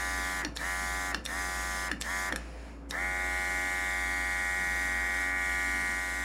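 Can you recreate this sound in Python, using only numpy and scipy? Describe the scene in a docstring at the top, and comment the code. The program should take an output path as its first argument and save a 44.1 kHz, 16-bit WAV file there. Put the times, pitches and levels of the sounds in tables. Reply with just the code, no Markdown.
"""A cordless airbrush sprays paint in a small room, over the hum of an appliance. At first its tiny piston
compressor is already running: it whines at harmonics of about 91 turns a second while the air jet hisses
off the paper. Four times the motor stops: air bleeds away, the trigger clicks, the housing shudders, and
another click restarts it. From 2.9 s a long stroke works against rising back pressure as the finger
feathers the spray; near the end the compressor is lifted away and its whine drops."""
import sys
import numpy as np
from scipy import signal
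from scipy.fft import rfft, irfft, next_fast_len
from scipy.io import wavfile
from scipy.ndimage import uniform_filter1d, map_coordinates

SR = 44100
rng = np.random.default_rng(int(sys.argv[2]) if len(sys.argv) > 2 else 0)


def to_wav(sig):
    """Store sig (one row per channel, or 1-D mono) as 16-bit WAV at the path in sys.argv[1].

    Samples outside -1..1 are clipped; the rate is SR.
    """
    pcm = np.clip(np.atleast_2d(sig), -1, 1) * 32767
    pcm = np.round(pcm).astype(np.int16)
    wavfile.write(sys.argv[1], SR, pcm.T)  # frames by channels


N = 275179

# trigger strokes: motor on t/s, motor off t/s, whine level/dB, drift/(dB/s), back pressure (0 or 1)
STROKES = [(-.5, .42, -36.2, 0, 0), (.565, 1.12, -36.5, -2, 0), (1.256, 1.885, -38, -1, 0),
           (2.015, 2.294, -38, 5, 0), (2.905, 7, -34, -0.32, 1)]
# trigger, switch and valve contacts: t/s, relative level/dB, body/dB, brightness/dB, main ring f/Hz
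CONTACTS = [(0.4488, -19.5, 4.5, -13, 4370), (0.5643, -27.5, -1, -3, 8800), (.571, -22.5, -5, -14, 3980),
            (1.1457, -17.5, 0.5, -14, 2740), (1.2527, -26.5, -4, 2.5, 8340), (1.261, -20.5, -5.5, -9, 3680),
            (1.915, -20, 6.5, -8, 2900), (2.0124, -22, -2, 1, 8040), (2.0208, -22.5, -7, -10, 4100),
            (2.3246, -23.5, 7, -5.5, 3300), (2.36, -24, 7.5, 2, 2480), (2.909, -22.5, -2.5, -6, 3800)]


def amp(db):
    """Amplitude ratio of a level in decibels."""
    return 10 ** (np.asarray(db) / 20)


def unit(x):
    """Normalisation to rms 1."""
    return x / np.sqrt(np.mean(x ** 2) + 1e-20)


def clock():
    """The time t/s of each sample."""
    return np.arange(N) / SR


def since(s):
    """Seconds since the moment s, zero before it."""
    return np.maximum(clock() - s, 0)


def along(points, hz):
    """Interpolation of (f/Hz, value) points on a logarithmic frequency axis."""
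    f, v = np.transpose(points)
    return np.interp(np.log(hz + 1), np.log(f + 1), v)


def wobble(rate):
    """Smooth random modulation, rate knots a second."""
    return map_coordinates(rng.standard_normal(int(N * rate / SR) + 4), [clock() * rate])


def filtered(x, response):
    """Linear filtering: the spectrum of x times a frequency response."""
    m = next_fast_len(N + SR // 2)
    return irfft(rfft(x, m) * response(np.fft.rfftfreq(m, 1 / SR)), m)[..., :N]


def noise(spectrum, patchy_db):
    """Noise of rms 1, coloured by (f/Hz, level/dB) points, with slow patches of random gain."""
    z = signal.stft(rng.standard_normal(N), nperseg=512)[2]
    field = uniform_filter1d(rng.standard_normal(z.shape), size=3, axis=0)
    field = uniform_filter1d(field, size=50, axis=1)
    patchy = signal.istft(z * amp(patchy_db * unit(field)), nperseg=512)[1][:N]
    return unit(filtered(patchy, lambda hz: amp(along(spectrum, hz))))


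def appliance_hum(hum_hz=57.68, hum_db=-44, rumble_db=-51):
    """Amplitude modulation makes a low hum throb, under faint higher tones and the room's rumble."""
    # throbs of the hum: f/Hz, depth/dB, first swell t/s
    throbs = [(1.265, 1.66, .122), (4.155, 1.04, .193)]
    # higher tones: f/Hz, level/dB
    partials = [(173.3, -61.5), (231, -61), (280, -55.5), (518, -67)]
    # rumble spectrum: f/Hz, relative level/dB
    rumble = [(20, -22), (35, -18), (50, 11), (90, -2), (120, -2), (160, 4.5), (220, 1), (290, 3.5),
              (400, -2), (700, -4), (1500, -11.5), (3000, -28), (8000, -43), (15000, -50)]
    t = clock()
    throb_db = sum(depth * np.cos(2 * np.pi * rate * (t - swell)) for rate, depth, swell in throbs)
    hum = amp(hum_db + throb_db + .4 * wobble(2.5)) * np.sin(2 * np.pi * hum_hz * t + 0.11 * wobble(4.9))
    tones = sum(amp(level + 3.2 * wobble(5.5)) * np.sin(2 * np.pi * f * t + 0.52 * wobble(7))
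                for f, level in partials)
    return np.sqrt(2) * (hum + tones) + amp(rumble_db) * noise(rumble, patchy_db=1.0)


def stroke():
    """The columns of the latest trigger stroke, one value per sample."""
    rows = np.array(STROKES)
    return rows[np.searchsorted(rows[1:, 0], clock())].T


def loaded():
    """True while the pump works against back pressure."""
    return stroke()[-1] > .5


def stroke_age():
    """Seconds since the motor last started."""
    return clock() - stroke()[0]


def pressure(build_s=.9):
    """First-order rise of the back pressure, 0-1."""
    return loaded() * (1 - np.exp(-stroke_age() / build_s))


def powered(release_s):
    """1 while current flows, with exponential decay after the switch opens."""
    return sum((clock() > on) * np.exp(-since(off) / release_s) for on, off, *_ in STROKES)


def running(rise_s, fall_s, drag=.25):
    """Inertia, 0-1: an exponential approach after each start, an ever steeper fall after each stop."""
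    coast = lambda u: np.clip(1 - drag * u - (1 - drag) * u ** 2, 0, 1)
    return sum((1 - np.exp(-since(on) / rise_s)) * coast(since(off) / fall_s) for on, off, *_ in STROKES)


def full_speed(free_hz=90.88, loaded_hz=91.2, sag_hz=.75):
    """Rotation frequency once spun up: the load of back pressure slows the motor."""
    return np.where(loaded(), loaded_hz - sag_hz * pressure(), free_hz)


def shaft_angle(speed, flutter=0.00054, judder=0.196):
    """Phase in radians is the integral of speed, which judders while the flywheel is slow."""
    uneven = 1 + flutter * wobble(40) + judder * (1 - speed) * wobble(180)
    return 2 * np.pi * np.cumsum(full_speed() * speed * uneven) / SR


def lift_db(start_s=5.87, takes_s=.22, drop_db=-3.5):
    """Level falls with distance as the hand lifts the compressor away."""
    return drop_db * np.minimum(since(start_s) / takes_s, 1)


def whine_level(surge_db=2.4, surge_at_s=0.14, surge_width_s=0.038, strain_db=3):
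    """Level/dB of the whine: it overshoots as the motor reaches speed and grows with back pressure."""
    _, _, level_db, drift_db_per_s, _ = stroke()
    age = stroke_age()
    surge = np.exp(-((age - surge_at_s) / surge_width_s) ** 2)
    return level_db + drift_db_per_s * age + surge_db * surge + strain_db * pressure() + lift_db()


def compressor(whine_db, speed, turn, case_hz=1790, case_width_hz=90, tilt_db=0.35, slack_db=-6):
    """Shaft harmonics drone and whine; the piston's load modulates the whine's phase within each turn."""
    # shaft harmonics: order, relative level/dB blowing freely, relative level/dB against pressure
    harmonics = [(4, -59, -57), (6, -61, -60), (7, -55, -55.0), (8, -49.5, -51), (9, -48.5, -47.5),
                 (11, -48.5, -52.5), (12, -52, -55), (13, -45.5, -49.5), (14, -62, -57), (15, -50, -58),
                 (16, -46.5, -45), (17, -48, -48), (18, -46, -50), (19, -37.5, -39.5), (20, -44.5, -46.5),
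                 (21, -37.5, -32), (22, -51, -49.5), (23, -40, -37.5), (24, -46, -40), (25, -49, -44),
                 (26, -63, -65), (27, -59, -58)]
    last_drone_order, first_whine_order, carrier_order = 9, 18, 21
    cycle = np.linspace(0, 2 * np.pi, num=128, endpoint=False)
    swing = 3.4 * np.sin(cycle) + 1.5 * np.cos(2 * cycle)
    sideband_phase = np.angle(rfft(np.cos(carrier_order * cycle + swing)))
    load, shaft_hz = loaded(), full_speed()
    ringing = np.where(load, 1.0, 3.0)  # load damps the case
    resonance = lambda hz: 1 + ringing / (1 + ((hz - case_hz) / case_width_hz) ** 2)
    whine_sizes = [amp(levels) for k, *levels in harmonics if k >= first_whine_order]
    free_rms, loaded_rms = np.linalg.norm(whine_sizes, axis=0)
    whine = amp(whine_db) / np.where(load, loaded_rms, free_rms)
    drone = amp(np.where(load, 3 - 1.66 * stroke_age(), 0.6))  # thins steadily against pressure
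    middle = amp(0.37 * lift_db())
    # against pressure the pump bites at once; blowing freely it needs speed first
    force = powered(release_s=0.04) * speed ** np.where(load, 2, 4)
    out = np.zeros(N)
    for k, free_db, loaded_db in harmonics:
        size = np.where(load, amp(loaded_db), amp(free_db))
        # lower orders arrive by many paths, in scattered phase; the whine radiates directly
        phase = 2 * np.pi * rng.random() + 0.1 * wobble(1.96)
        if k >= first_whine_order:
            size *= whine * amp(tilt_db * (k - carrier_order))
            phase = sideband_phase[k]
        else:
            size *= drone if k <= last_drone_order else middle
        if k == carrier_order:  # under load it stands out only once pressure has built
            size *= amp(slack_db * (load - pressure()))
        size *= resonance(k * shaft_hz * speed) / resonance(k * shaft_hz)  # gliding past the case mode
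        size *= amp(.9 * wobble(2))  # the moving hand shifts each order's strength
        out += np.sqrt(2) * size * np.cos(k * turn + phase)
    return force * out


def pump_air(whine_db, speed, turn, pulsing=0.16, chuff_db=-14, rattle_db=-39.5):
    """Pulsating flow chuffs through the valves once a turn; the piston rattles while the speed changes."""
    # valve noise spectrum: f/Hz, relative level/dB
    spectrum = [(200, -22), (500, -14.5), (900, -16), (1300, -9), (1650, -2), (1830, 1.5), (2100, -2),
                (2350, -6.5), (2520, -39), (3000, -32)]
    rattle = 6 * speed ** 3 * np.abs(1 - speed)
    envelope = (amp(whine_db + chuff_db) * speed + amp(rattle_db) * rattle) * powered(release_s=0.071)
    return envelope * (1 + pulsing * np.cos(turn)) * noise(spectrum, patchy_db=-2.0)


def hiss_level(open_db=-43, ease_db=-4.5, ease_s=0.016):
    """Throttling sets the level/dB: open in bursts, feathered in the long stroke, eased before a stop."""
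    # hiss under the feathering finger: t/s, level/dB
    feathering = [(3.1, -49.5), (3.38, -45.5), (4.58, -46.5), (4.83, -45), (5.0, -48), (5.22, -45),
                  (5.34, -50.5), (5.46, -45.5), (6.2, -46.5)]
    feathered_db = np.interp(clock(), *np.transpose(feathering))
    time_left = np.maximum(stroke()[1] - clock(), 0)
    return np.where(loaded(), feathered_db, open_db) + ease_db * np.exp(-time_left / ease_s)


def nozzle(hiss_db, jet_gain_db=1.26, puff_db=-45, puff_lead_s=0.0016, puff_width_s=0.0088):
    """A turbulent jet builds with pump pressure; stored air puffs out as the valve opens."""
    # jet spectra, blowing freely and against pressure: f/Hz, relative level/dB
    free_spectrum = [(1500, -3.5), (2700, -3), (3450, 1.5), (4350, -2.5), (5150, 1.5), (5750, -1),
                     (6700, 3.5), (8300, -1.5), (9900, -0.5), (11600, -8.5), (12500, -8.5), (14000, -10.5),
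                     (15800, -18)]
    loaded_spectrum = [(1500, -25), (2700, -4), (3250, -1), (3550, 2.1), (3950, -3), (4400, -4.5),
                       (6300, -2.5), (7700, -1), (9400, -4.5), (10400, -5.5), (12600, -15), (13600, -12.5),
                       (15800, -21)]
    jet = np.where(loaded(), noise(loaded_spectrum, patchy_db=1.2), noise(free_spectrum, patchy_db=1.5))
    flow = running(rise_s=0.051, fall_s=0.0014)
    puff = sum(np.exp(-((clock() - on + puff_lead_s) / puff_width_s) ** 2) for on, *_ in STROKES)
    spit = noise([(2500, -11), (5000, -10), (8000, -2.0), (11000, -13), (15000, -43)], patchy_db=5.0)
    return amp(hiss_db + jet_gain_db) * flow * jet + amp(puff_db) * puff * spit


def paper_reflection(x, echo=0.19, delay_ms=0.795, sway=0.153):
    """Comb filtering: the hiss interferes with its echo off the paper; the moving hand varies the delay."""
    lag = SR * delay_ms / 1000 * np.exp(sway * wobble(2))
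    return (x + echo * map_coordinates(x, [np.arange(N) - lag])) / np.hypot(1, echo)


def bleed(stop_db=-44, fade_db_per_s=140, leak_db=-53.5, leak_hold_s=0.33, leak_fade_db_per_s=88):
    """Exponential decay: after each stop the remaining air seeps out through the pump."""
    # seeping air spectrum: f/Hz, relative level/dB
    spectrum = [(300, -20), (700, 5.5), (1400, -2.5), (1780, 3), (2050, 0.5), (2450, 1), (3400, -12),
                (5400, -8.5), (6200, -16), (7000, -9), (8200, -19), (10500, -15.5), (12200, -33),
                (15800, -30)]
    t = clock()
    tail = sum((t > off) * amp(stop_db - fade_db_per_s * since(off)) for _, off, *_ in STROKES)
    # in the long pause air leaks evenly, then runs out
    closed_s = CONTACTS[-2][0]
    pause = (t > closed_s) & (t < STROKES[-1][0])
    leak = pause * amp(leak_db - leak_fade_db_per_s * since(closed_s + leak_hold_s))
    return (tail + leak) * noise(spectrum, patchy_db=-1.0)


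def clicks(gain_db=-6, crack=0.59, crack_t60=0.012, main=0.72, main_t60=0.021, chatter_s=0.0029):
    """Impact excitation: each contact rings the handpiece and its own main mode; sliding metal rasps."""
    # modes of the handpiece: f/Hz, relative level/dB, t60/s
    modes = [(1300, -1, 0.012), (1756, 4.5, 0.024), (2480, -24, 0.0089), (2840, -4, 0.013),
             (3560, -1.5, 0.018), (4350, -2, 0.015), (5370, -5.5, 0.027), (5710, -5, 0.028),
             (7070, 2.5, 0.01), (8800, -1, 0.0098), (10710, 1.5, 0.017)]
    # rasp spectrum: f/Hz, relative level/dB
    rasp_spectrum = [(300, 0.5), (1500, -2.5), (6000, -4), (11000, -2), (15000, -21)]
    out, t = np.zeros(N + SR), np.arange(SR // 8) / SR
    hz, mode_db, t60 = np.transpose(modes)[:, :, None]
    bins_hz = np.fft.rfftfreq(len(t), 1 / SR)
    attack = 1 - np.exp(-t / .0001)
    # the contact chatters for a moment before it rings freely
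    contact = crack * amp(-60 * t / crack_t60) + 0.25 * np.exp(-(t / chatter_s) ** 4)
    for start_s, level_db, body_db, bright_db, main_hz in CONTACTS:
        colour = [(1800, body_db), (2500, 0), (6000, 0), (7500, bright_db)]
        scatter_db = rng.normal(0, 2, hz.shape)
        size = amp(mode_db + along(colour, hz) + scatter_db - 60 * t / t60)
        ring = np.sum(size * np.sin(2 * np.pi * (hz * t + rng.random(hz.shape))), axis=0) / 2
        ring += main * amp(-60 * t / main_t60) * np.sin(2 * np.pi * main_hz * t)
        rasp_db = along(colour, bins_hz) + along(rasp_spectrum, bins_hz)
        rasp = unit(irfft(rfft(rng.standard_normal(len(t))) * amp(rasp_db), len(t)))
        out[round(start_s * SR):][:len(t)] += amp(level_db + gain_db) * (ring + contact * rasp) * attack
    return out[:N]


def shudder(speed, order=4.5, delay_s=0.038, width_s=0.028, tone_db=-36, rough=0.41, thump_db=-45):
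    """Forced vibration: the braking rotor shakes the housing, a rough falling tone over a dull thump."""
    swell = sum(np.exp(-np.abs(clock() - off - delay_s) / width_s) for _, off, *_ in STROKES)
    swell *= 1 - speed ** 8
    turn = shaft_angle(speed, judder=0.14)  # the heavy housing judders less than the shaft
    tone = np.sqrt(2) * np.sin(order * turn) * (1 + rough * wobble(150)) * speed ** .25
    # thump spectrum: f/Hz, relative level/dB
    spectrum = [(100, -33), (180, -6), (300, -3), (450, -4), (800, -10), (1300, -7), (2500, -40)]
    return swell * (amp(tone_db) * tone + amp(thump_db) * noise(spectrum, patchy_db=-11.0))


def room(x):
    """Reverberation: convolution with a diffuse tail in which each frequency decays at its own rate."""
    # reverberation times: f/Hz, t60/s
    decay_times = [(200, 0.36), (2000, 0.25), (5500, .24), (12000, 0.074)]
    hz, t, z = signal.stft(rng.standard_normal(SR // 2), SR, nperseg=256)
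    tail = signal.istft(z * amp(-60 * t / along(decay_times, hz)[:, None]), SR, nperseg=256)[1]
    return signal.fftconvolve(x, tail / np.linalg.norm(tail))[:N]


def scene():
    """Superposition, heard from the centre: one shaft drives whine, chuffing and shudder."""
    whine_db = whine_level()
    speed = running(rise_s=.026, fall_s=.09)
    turn = shaft_angle(speed)
    knocks = clicks() + shudder(speed)
    air = paper_reflection(nozzle(hiss_level())) + pump_air(whine_db, speed, turn) + bleed()
    mono = compressor(whine_db, speed, turn) + air + knocks + amp(-9.5) * room(knocks) + appliance_hum()
    return np.array([mono, mono])


def record(dry):
    """Band limiting: an ideal low-pass filter at 15850 Hz."""
    return filtered(dry, lambda hz: hz < 15850)


dry = scene()
out = record(dry)
to_wav(out)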